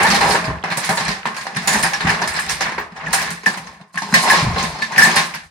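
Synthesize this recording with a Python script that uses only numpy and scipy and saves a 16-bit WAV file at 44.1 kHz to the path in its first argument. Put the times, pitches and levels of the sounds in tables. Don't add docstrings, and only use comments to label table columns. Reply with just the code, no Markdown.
import sys
import numpy as np
from scipy import signal
from scipy.fft import rfft, irfft
from scipy.io import wavfile
from scipy.ndimage import uniform_filter1d

SR = 44100
rng = np.random.default_rng(int(sys.argv[2]) if len(sys.argv) > 2 else 0)


def invert_db(x):
    u = np.asarray(x, float) / 20
    return 10 ** u


def pcm_store(signal):
    levels = np.round(np.clip(np.atleast_2d(signal), -1, 1) * 32767)
    wavfile.write(sys.argv[1], SR, levels.astype(np.int16).T)


N = 242550
PADDED = 2 ** 18
HZ = np.fft.rfftfreq(PADDED, 1 / SR)

# [t/s, level/dB, f/Hz]
CLANKS = [(0.715, -21, 1770), (1.117, -16.5, 1770), (1.5661, -13.5, 1652), (1.688, -15, 1830),
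          (1.744, -11.5, 1860), (1.834, -29, 1670), (2.0075, -28, 1813), (2.073, -25, 1770),
          (2.365, -33, 1700), (2.78, -18, 1870), (3.067, -16.5, 1686), (3.3743, -26, 1720),
          (3.463, -5.5, 1715), (3.9745, -9.5, 1733), (4.1408, 6, 1786), (4.3017, 2.5, 1670),
          (4.821, -13.5, 1762), (4.982, 2, 1642), (5.022, 5, 1790), (5.1697, -12, 1730)]


def on_hz(table):
    hz, value = np.transpose(table)
    return np.interp(np.log(HZ + 1), np.log(hz), value)


def unit(x):
    return x / np.sqrt(np.sum(x ** 2) / len(x))


def decay(t, t60):
    return np.exp(-np.log(1000) * t / t60)


def fade(t60, seconds):
    return decay(np.arange(int(seconds * SR)) / SR, t60)


def pair(colour, shape):
    # [f/Hz, likeness 0-1]
    likeness = [(60, 0.92), (130, 1), (290, 0.86), (640, 0.71), (1410, 0.06), (3100, 0.18), (6820, 0),
                (15000, 0.13)]
    mid, side = rfft(rng.standard_normal((2, N)) * shape, PADDED)
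    alike = np.clip(on_hz(likeness), 0, 1)
    mid = mid * np.sqrt(1 + alike)
    side = side * np.sqrt(1 - alike)
    both = irfft(colour * np.array([mid + side, mid - side]), PADDED)[:, :N]
    return both / np.sqrt(2 * np.mean(colour ** 2))


def held(rate, rows):
    k = int(SR / rate)
    steps = np.repeat(rng.standard_normal((rows, N // k + 1)), k, axis=1)[:, :N]
    return 1.15 * uniform_filter1d(steps, k // 2)


def contacts(rate, scatter_db, shape, first=0):
    size_chance, sign_chance, when_chance = rng.random((3, len(shape)))
    size = invert_db(np.minimum(-scatter_db * np.log(size_chance + 1e-9), 30)) * np.sign(sign_chance - 0.5)
    clicks = size * (when_chance < rate / SR) * shape
    clicks[0] += first
    return clicks / np.sqrt(np.sum(clicks ** 2))


def crowd(drive, lo_hz, hi_hz, t60, tail_db, tail_t60):
    # [f/Hz, level/dB per Hz]
    overtones = [(21, -54), (35, -9.5), (111, -18), (171, 6.5), (279, -17), (543, -21), (1060, -12.5),
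                 (1330, -17), (1770, -9.5), (3180, -21), (4110, -17), (9580, -16), (11800, -29.5),
                 (15800, -40.5)]
    power = 0
    for db, seconds in ((0, t60), (tail_db, tail_t60)):
        keep = np.exp(-2 * np.log(1000) / (seconds * SR))
        power = power + invert_db(2 * db) * signal.lfilter([1 - keep], [1, -keep], drive ** 2)
    band = np.sqrt((1 + (lo_hz / (HZ + 1)) ** 8) * (1 + (HZ / hi_hz) ** 8))
    return pair(invert_db(on_hz(overtones)) / band, np.sqrt(power))


def ring(drive, modes, place_db, lag_s, lo_hz, hi_hz):
    out = np.zeros((2, N))
    walk = held(25.0, len(modes))
    weights = invert_db(place_db * np.minimum(walk, 1))
    detunes = 0.013 * walk[:, ::-1]
    for (hz, db, t60), weight, detune in zip(modes, weights, detunes):
        turn = np.exp(2j * np.pi * hz / SR * np.cumsum(1 + detune))
        keep = np.exp(-np.log(1000) / (t60 * SR))
        gain = invert_db(db) * np.sqrt(1 - keep ** 2)
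        tone = turn * signal.lfilter([gain], [1, -keep], drive * weight * turn.conj())
        lag = lag_s * rng.standard_normal((2, 1))
        out += (tone * np.exp(2j * np.pi * hz * lag)).imag
    return signal.sosfilt(signal.butter(2, [lo_hz, hi_hz], "band", fs=SR, output="sos"), out)


def clack(hz, t60, spread, glide=0):
    t, glide_s = np.arange(2048) / SR, 0.003
    chance = rng.standard_normal((4, 3))
    pitch = np.minimum(hz * (1 + spread * chance[:, :1, None]), 15000.0)
    bent = t + glide * glide_s * (1 - np.exp(-t / glide_s))
    modes = np.sum(np.sin(2 * np.pi * pitch * bent + chance[:, 1:, None] * 2), axis=0)
    return unit(modes * np.minimum(hz * t, 1) * decay(t, t60))


def strike(table, bounce_t60, first, tone_db, tone_t60, trim_db, glide=0):
    drive, tones = np.zeros((len(trim_db), N + SR)), np.zeros((2, N + SR))
    for s, *db, hz in table:
        i = int((s - 0.001) * SR)
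        blow = contacts(1200.0, 3.8, fade(bounce_t60, 0.1), first)
        drive[:, i:i + len(blow)] += invert_db(np.array(db) + trim_db)[:, None] * blow
        tone = signal.fftconvolve(clack(hz, tone_t60, 0.06, glide), blow[None])
        tones[:, i:i + tone.shape[1]] += invert_db(db[-1] + tone_db) * tone
    return drive[:, :N], tones[:, :N]


def patter(surges, rise_db_s, fall_db_s, rates, surge_db):
    t, step = np.arange(0, N + 64, 64) / SR, np.arange(N) / 64
    late = t - np.array(surges)[:, :1]
    shape = invert_db(np.where(late < 0, rise_db_s * late, -fall_db_s * late))
    coarse = np.sqrt(invert_db(np.array(surges)[:, 1:].T) ** 2 @ shape ** 2)
    level = np.array([np.interp(step, np.arange(len(t)), row) for row in coarse])
    level = level * invert_db(surge_db * held(40.0, len(level)))
    return level * np.sqrt(N) * np.array([contacts(rate, 2.85, np.ones(N)) for rate in rates])


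def small_shells(drive, count, lo_hz, hi_hz, t60):
    out = np.zeros((2, N + SR))
    loud = np.sqrt(uniform_filter1d(drive ** 2, size=900) + 1e-12)
    for place, pitch, size in rng.random((count, 3)):
        i = int(place * N)
        tone = clack(lo_hz * (hi_hz / lo_hz) ** pitch, t60, 0.042)
        out[:, i:i + tone.shape[1]] += loud[i] * size ** 2 * tone
    return out[:, :N]


def touches(rows, spread, glide, glide_s, rise_cycles, alike):
    out, t = np.zeros((2, N + SR)), np.arange(SR // 8) / SR
    bent = t + glide * glide_s * (1 - np.exp(-t / glide_s))
    for (s, db, hz, t60), chance in zip(rows, rng.standard_normal((len(rows), 3, 3))):
        pitch = hz * (1 + spread * np.array([-1, 0, 1]) * abs(chance[0]))
        pitch = np.minimum(pitch, 15500)[:, None, None]
        phase = (1 - alike) * chance.T[:, 1:, None] * 2
        tone = np.sin(2 * np.pi * pitch * bent + phase).sum(axis=0) / 2
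        shape = np.minimum(hz * t / rise_cycles, 1) * decay(t, max(t60, 0.005))
        i = int((s - 0.001) * SR)
        out[:, i:i + len(t)] += invert_db(db) * shape * tone
    return out[:, :N]


def knocks():
    # [t/s, blow level/dB, weight/dB (boom), hardness/dB (clack)]
    landings = [(0.1041, -4.5, -35, 0), (0.2088, -2, -20, -9), (0.2301, -1, -24, -18),
                (0.3062, -18.5, -15, 8), (0.348, -3.5, -28, -11.5), (.443, -21.5, -21, 2),
                (0.6387, -8.5, -17, -16), (0.6757, -15, -27, -25), (.77, -12, -10, -7),
                (0.8921, -3.5, -14.5, -13), (0.9738, -10.5, -20, -1.5), (1.0826, -11.5, -4, -2),
                (1.256, -9, -14.5, -10.5), (1.4552, -15, -22, -9), (1.6752, -6, -16, -2.5),
                (2.2179, -7, -16.5, -8.5), (2.276, -14.5, -16, -2.5), (2.343, -18.5, -28, 0),
                (2.364, -15.5, -12, -1), (2.609, -8, -27, -2.5), (2.6841, -17.5, -25, -9),
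                (2.722, -15.5, -14.5, -12), (2.7817, -10.5, -24, -15.5), (3.464, -8, -12, -4.5),
                (4.0209, -17.5, -4.5, -2.5), (4.128, -32.5, 18, 10), (4.143, -3.5, -9, 4.5),
                (4.3012, -24, -27, -20), (4.5617, -11, -7, -20), (4.6378, -12.5, -9, -5)]
    # [t/s, blow level/dB, weight/dB, hardness/dB]
    bumps = [(0.0677, -6, -29, -4), (0.147, -4.5, -32, -2), (0.7142, -6, -19.5, -13),
             (1.0021, -8, -12, -10.5), (1.114, -23, -10, 2), (1.3673, -14.5, -20, -7.5),
             (1.564, -11, -6, -5), (1.7354, -14, -3.5, -11), (1.8337, -1.5, -22.5, -11.5),
             (1.935, -8, -46, -6), (2.007, -8.5, -24, -9), (2.0539, -7.5, -9, -23), (2.0715, 0, -25, -19),
             (2.097, -0.5, -18.5, -15.5), (2.146, -11.5, -27, -12), (2.1913, -10, -20, -28),
             (2.4944, -9.5, -33, -3.5), (2.9635, -21, -15, -12), (3.0661, -17.5, -6, -12),
             (3.1339, -0.5, -27, -10.5), (3.2178, -12, -35, -6), (3.283, -19, -11, -26),
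             (3.5044, -24.5, -28, -16), (4.2802, -13, -10, -22), (4.82, -15, -15, -0.5),
             (4.9624, -12, -13, -6), (4.982, 4.5, -20.5, -10), (5.0196, 2, -13.5, -6.5),
             (5.0732, -7.5, -25, -25), (5.1653, 1.5, -21, -4.5)]
    # [t/s, blow level/dB, weight/dB]
    taps = [(2.92, -36.5, 3), (0.703, -14, -22), (3.67, -24, -12), (1.2327, -49, -22), (1.345, -19.5, -15),
            (1.4107, -17, -23), (1.549, -23, -19), (2.82, -30, -29), (3.047, -35, -14), (3.256, -25, -10),
            (3.3067, -15.5, -15.5), (3.3273, -35, -18), (3.434, -22.5, -17), (3.538, -16.5, -32),
            (3.5735, -17.5, -9.5), (3.805, -34.5, -1), (3.9439, -21.5, -9.5), (3.976, -14, -26),
            (4.7893, -21, -5), (4.9203, -15, -17), (5.3419, -12, -21)]
    rows = [(*r, -4.5) for r in landings] + [(*r, -11.5) for r in bumps]
    rows += [(*r, -8.5, -20) for r in taps]
    pitches = 4320 * np.exp(0.14 * rng.standard_normal(len(rows)))
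    hits = [(s, db, db + weight, db + heap, db + hard, hz)
            for (s, db, weight, hard, heap), hz in zip(rows, pitches)]
    trim_db = np.array([19.9, 28.8, 23.8, 23.64])
    return strike(hits, 0.11, 3.3, 19.5, 0.091, trim_db, glide=0.3)


def tumbling_load():
    # [peak t/s, flow level/dB, scrape on the wall/dB, hardness/dB]
    surges = [(0.0, -12, 2, -3), (.13, -16.5, -16, -17), (.29, -15.5, -3, -3), (.44, -25, 2, -17),
              (.84, -33, 8, 9), (1.059, -29.5, 6, 3.5), (1.35, -37.5, 6, -8), (1.55, -33.5, 0, -4),
              (1.74, -19.5, 2.5, 1.5), (1.9, -29.5, -1, 2.5), (2.1, -23, -5, -4), (2.24, -34, -15, -12),
              (2.37, -29.5, 9.5, -1), (2.511, -31.5, -15, 6.5), (2.66, -31.5, 11, -17),
              (3.03, -33.5, 1, -24), (3.189, -24, 3.5, 2.5), (3.58, -34.5, -3, -9), (3.72, -46, 1.5, -2),
              (3.82, -46.5, -5, -16), (4.16, -27, -12, -1), (4.322, -13.5, 0.5, 3), (4.47, -28.5, 2.5, -11),
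              (4.6, -24.5, -1, 2.5), (4.76, -30, -15, 0.5), (5.05, -17, 2.5, 1), (5.148, -27, 7.5, 5)]
    slips = [(s, db + wall, db - 6.5, db, db + hard) for s, db, wall, hard in surges]
    return patter(slips, 125.5, 117, (1237.0, 490.0, 868.0, 3160.0), 2.17)


def pot(wall, air):
    # [f/Hz, level/dB, t60/s]
    wall_modes = [(1649, 3, 0.11), (1685, -15.5, 0.14), (1733, 9.5, 0.1), (1796, 0, 0.18),
                  (1830, -10.5, 0.19), (1950, -30, 0.04), (2130, -31, 0.023), (2470, -10, 0.048),
                  (2552, -2.5, 0.07)]
    # [f/Hz, level/dB, t60/s]
    air_modes = [(170.6, -1, 0.18), (198, -5, 0.17), (222, -6.5, 0.37)]
    # [f/Hz, level/dB, t60/s]
    belly_modes = [(1060, 9, .15)]
    clanks, dings = strike(CLANKS, 0.04, 2.1, 17.0, 0.071, np.array([16.0]))
    out = ring(clanks[0] + invert_db(-15.0) * wall, wall_modes, 7.7, 0.00011, 1520.0, 2500.0) + dings
    out += invert_db(-1.0) * ring(air, air_modes, 4.8, 0.000096, 114.0, 340.0)
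    out += invert_db(-1.0) * crowd(wall, 810, 2780, 0.073, -2.8, 0.3)
    out += invert_db(-5.5) * crowd(air, 170, 250, 0.16, -4.5, 0.26)
    free = invert_db(-20 * abs(np.arange(N) / SR - 4.2))
    return out + yelps() + ring(wall * free, belly_modes, 2.4, 0.0001, 600.0, 1600.0)


def yelps():
    out, t = np.zeros((2, N + SR)), np.arange(SR // 5) / SR
    bend = 1 + 0.3 * np.exp(-t / 0.004)
    shape = (1 - np.exp(-t / 0.0012)) * fade(0.14, 1 / 5)
    for (s, db, hz), turn in zip(CLANKS, rng.standard_normal((len(CLANKS), 2))):
        phase = 2 * np.pi * np.cumsum(hz * bend) / SR
        i = int(s * SR)
        out[:, i:i + len(t)] += invert_db(db + 0.1) * shape * np.sin(phase + 1.3 * turn[:, None])
    return out[:, :N]


def pile(heap, heap_stream):
    # [f/Hz, level/dB, t60/s]
    heap_modes = [(419, -7.5, 0.27), (641.4, -6, 0.38), (789, 2.5, 0.13), (909, 6, 0.03), (1002, -2, 0.17),
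                  (1061, 1.5, 0.33)]
    out = invert_db(-10.0) * ring(heap, heap_modes, 9.2, 0.00008, 348.0, 1170.0)
    out += invert_db(-3.0) * crowd(heap, 348, 1315, 0.5, 0.0, 0.39)
    return out + invert_db(29.5) * small_shells(heap_stream, count=260, lo_hz=440.0, hi_hz=2406.0, t60=0.065)


def cobs():
    # [t/s, level/dB, starting f/Hz]
    drops = [
        (0.48, -13.5, 274.5),
        (2.047, -11, 181),
        (4.426, -9.5, 189.6),
        (4.468, -8.5, 153),
    ]
    out, t = np.zeros(N + SR), np.arange(SR // 5) / SR
    sag = 0.475 + 0.52 * np.exp(-t / 0.043)
    for s, db, hz in drops:
        wobble = uniform_filter1d(rng.standard_normal(len(t)), size=150)
        phase = 2 * np.pi * np.cumsum(hz * sag * (1 + 6.9 * wobble)) / SR
        i = int(s * SR)
        out[i:i + len(t)] += invert_db(db + 0.39) * np.sin(phase) * fade(0.28, 1 / 5)
    return out[:N]


def shells(shell):
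    out = invert_db(-3.0) * crowd(shell, 1970, 4860, 0.21, 0.46, 0.33)
    return out + invert_db(24.0) * small_shells(shell, count=330, lo_hz=2204.0, hi_hz=9450.0, t60=0.018)


def rim(drive):
    # [f/Hz, level/dB, t60/s]
    rim_modes = [(4154, 0, 0.035), (5006, -3, 0.03), (5230, -14, 0.033), (6570, -10, 0.076),
                 (8380, -10, 0.074)]
    return invert_db(-11) * ring(drive, rim_modes, 7.0, 0.000303, 3000.0, 13000.0)


def cracks():
    # [t/s, level/dB, f/Hz, t60/s]
    first_touches = [(0.21, -3, 791, 0.035), (0.587, -23, 1750, 0.035), (0.639, -9, 950, 0.035),
                     (0.714, -9, 1790, 0.035), (0.891, -4, 1200, 0.035), (1.082, -10, 1670, 0.035),
                     (1.232, -13, 1740, 0.035), (1.256, -8, 1040, 0.035), (1.367, -16, 1760, 0.035),
                     (1.549, -15, 1490, 0.035), (1.564, -10, 1660, 0.035), (1.679, -6, 1960, 0.035),
                     (1.833, -7, 1700, 0.035), (1.936, -10, 2310, 0.035), (2.006, -11, 1770, 0.035),
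                     (2.049, -10, 810, 0.035), (2.072, -4, 1740, 0.035), (2.219, -7, 748, 0.035),
                     (2.275, -11, 1040, 0.035), (2.343, -13, 1770, 0.035), (2.493, -11, 2280, 0.035),
                     (2.609, -8, 791, 0.035), (2.781, -12, 1050, 0.035), (2.969, -21, 910, 0.035),
                     (3.022, -24, 1760, 0.035), (3.064, -15, 1800, 0.035), (3.133, -3, 1760, 0.035),
                     (3.461, -4, 1780, 0.035), (3.646, -25, 867, 0.035), (3.803, -31, 1070, 0.035),
                     (3.908, -46, 934, 0.035), (3.945, -24, 1070, 0.035), (3.976, -9, 1730, 0.035),
                     (4.021, -16, 1060, 0.035), (4.127, -3, 1080, 0.035), (4.141, -2, 1740, 0.035),
                     (4.279, -3, 1050, 0.035), (4.3, -1, 1730, 0.035), (4.562, -10, 1650, 0.035),
                     (4.824, -10, 1710, 0.035), (4.918, -22, 894, 0.035), (4.963, -3, 1640, 0.035),
                     (4.98, -1, 1630, 0.035), (5.019, -2, 1750, 0.035), (5.155, -4, 797, 0.035),
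                     (5.166, -2, 1750, 0.035), (5.34, -13, 1620, 0.035)]
    return invert_db(-5.0) * touches(first_touches, 0.13, 0.7, 0.002, 0.4, 0.7)


def glugs():
    # [t/s, level/dB, f/Hz]
    gulps = [(0.21, -12, 780), (0.343, -0.5, 505), (0.434, -24, 830), (0.476, -11, 258), (0.637, -26, 890),
             (0.778, -12, 640), (0.894, -13, 736), (1.003, -18, 797), (1.255, -27, 890), (1.454, -25, 860),
             (1.55, -32, 759), (1.642, -17, 794), (1.682, -13, 806), (1.939, -18, 821), (2.046, -17, 253),
             (2.14, -15, 776), (2.217, -18, 765), (2.336, -24, 899), (2.375, -10.5, 910), (2.492, -30, 880),
             (2.609, -22, 800), (2.673, -19, 778), (2.777, -16, 877), (3.138, -16, 810), (3.435, -23, 480),
             (3.46, -13, 860), (3.803, -27, 797), (3.943, -28, 790), (3.971, -18, 890), (4.021, -18, 786),
             (4.138, -4, 920), (4.17, -1.5, 795), (4.276, -12, 870), (4.335, -20, 781), (4.57, -10, 620),
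             (4.915, -28, 759), (4.977, -16, 781), (5.016, -14, 850), (5.153, -22, 765), (5.339, -36, 859)]
    return invert_db(-9.0) * touches([(*r, 0.1) for r in gulps], 0.05, -0.2, 0.015, 2.0, 0.8)


def splashes():
    # [peak t/s, low gush level/dB, spray level/dB]
    pours = [(0.0, -25, -23.5), (.08, -30.5, -52), (.26, -29, -29.5), (.5, -30.5, -79), (.93, -44, -33.5),
             (1.07, -37, -62), (1.4, -50, -47), (1.78, -31.5, -34), (2.06, -37, -38), (2.3, -37.5, -42),
             (2.54, -35, -63), (2.78, -41, -55), (3.12, -37.5, -67), (3.29, -42, -60), (3.7, -48, -59),
             (4.14, -45, -57), (4.29, -83, -22.5), (4.47, -24.5, -57), (4.63, -29.5, -37.5),
             (5.16, -38, -33.5), (5.45, -46.5, -61)]
    return patter(pours, 117, 119, (400.0, 5000.0), np.array([[1.0], [4.5]]))


def foil_snaps():
    # [t/s, level/dB, f/Hz]
    snap_hits = [(0.1037, -25, 8840), (0.1461, -21, 10400), (0.2089, -22, 8280), (0.29, -18.5, 9700),
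                 (0.3217, -18, 8500), (0.7716, -14.5, 9020), (0.846, -19, 9670), (0.8922, -16, 8830),
                 (1.366, -28, 6380), (1.6746, -6.5, 6620), (1.7327, -12.5, 6530), (1.7878, -21, 8300),
                 (1.828, -11.5, 8930), (2.0956, -21, 8450), (2.276, -19, 8930), (2.396, -19.5, 8200),
                 (2.4942, -19, 8450), (2.5087, -18, 7960), (3.1303, -6, 8460), (3.2184, -25, 8500),
                 (3.3059, -22.5, 8800), (3.4606, -20, 6500), (3.5722, -31, 9300), (3.9779, -27.5, 6860),
                 (4.14, -15, 7000), (4.2253, -26, 8650), (4.3004, -10, 9440), (4.9806, -9, 9600),
                 (5.0268, -5, 7650), (5.1596, -12, 10080)]
    return strike(snap_hits, 0.11, 3.0, 19.2, 0.13, np.array([22.0]))


def broth(gush, hiss):
    out = invert_db(3.0) * crowd(gush, 48, 96.4, 0.12, -3.2, 0.28)
    return out + crowd(hiss, 4150, 25200, 0.041, -0.87, 0.32)


def ticks():
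    # [t/s, level/dB, f/Hz]
    foil_ticks = [(0.2089, -28, 11600), (0.7038, -42, 11800), (0.7716, -34, 13300), (1.6731, -21, 12200),
                  (2.0921, -30, 11400), (2.4897, -35, 14100), (2.5102, -28, 14200), (2.8, -27, 14800),
                  (3.1293, -27, 11500), (3.2191, -25, 13800), (3.3039, -35.5, 13800), (4.2956, -25, 15300),
                  (4.9157, -42, 12700), (5.3507, -23, 11100)]
    return invert_db(-4.0) * touches([(*r, 0.035) for r in foil_ticks], 0.04, 0.06, 0.003, 3.0, 0.1)


def kitchen():
    # [f/Hz, level/dB per Hz]
    room_colour = [(18, -38), (30, 4.5), (186, -12), (563, 9), (941, 21), (1530, -50), (2990, -5),
                   (9000, -23), (15500, -35)]
    return invert_db(-72) * pair(invert_db(on_hz(room_colour)), 0.92)


def scene():
    hits, clacks = knocks()
    stream = tumbling_load()
    wall, air, heap, shell = hits + stream
    gush, spray = splashes()
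    snaps, pings = foil_snaps()
    bright = spray + snaps[0]
    out = clacks + pot(wall, air) + pile(heap, stream[2]) + cobs()
    out += shells(shell) + rim(shell + bright) + cracks() + glugs()
    out += broth(gush, bright + invert_db(-13) * hits[3]) + pings + ticks()
    return out + kitchen()


def thin_treble(x):
    hz, _, cells = signal.stft(x, SR, nperseg=2048)
    chance = np.repeat(rng.random((len(hz) // 6 + 1, cells.shape[2] // 2 + 1)), 6, axis=0)
    chance = np.repeat(chance, 2, axis=1)[:len(hz), :cells.shape[2]]
    share = np.clip((hz[:, None] - 10500) / 1000 * 0.11, 0, 0.6)
    kept = cells * (chance > share) / np.sqrt(1 - share)
    return signal.istft(kept, SR, nperseg=2048)[1][:, :N]


def roll_off(x):
    return signal.sosfilt(signal.butter(12, 16150, fs=SR, output="sos"), x)


def record(dry):
    # [f/Hz, left minus right/dB]
    port_balance = [(60, 4), (110, -1), (200, 0.5), (380, 0.5), (700, 0.5), (1290, -1), (2380, 0.5),
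                    (4400, -4), (8120, -6.5), (15000, -19.5)]
    lean = on_hz(port_balance) / 2
    drift = (-0.5 + 0.28 * np.arange(N) / SR) / 2
    dry = dry * invert_db(np.array([drift, -drift]))
    loud = np.sqrt(uniform_filter1d(np.mean(dry ** 2, axis=0), int(0.02 * SR)) + 1e-12)
    dry = dry * np.minimum(loud / invert_db(-38.5), 1) ** 0.68
    shaded = irfft(rfft(dry, PADDED) * invert_db(np.array([lean, -lean])), PADDED)
    rounded = np.tanh(0.94 * shaded) / 1.478
    band = (HZ < 15900) / (1 + (45 / (HZ + 1)) ** 4)
    mix = thin_treble(irfft(rfft(rounded) * band, PADDED)[:, :N])
    return roll_off(mix)


dry = scene()
out = record(dry)
pcm_store(out)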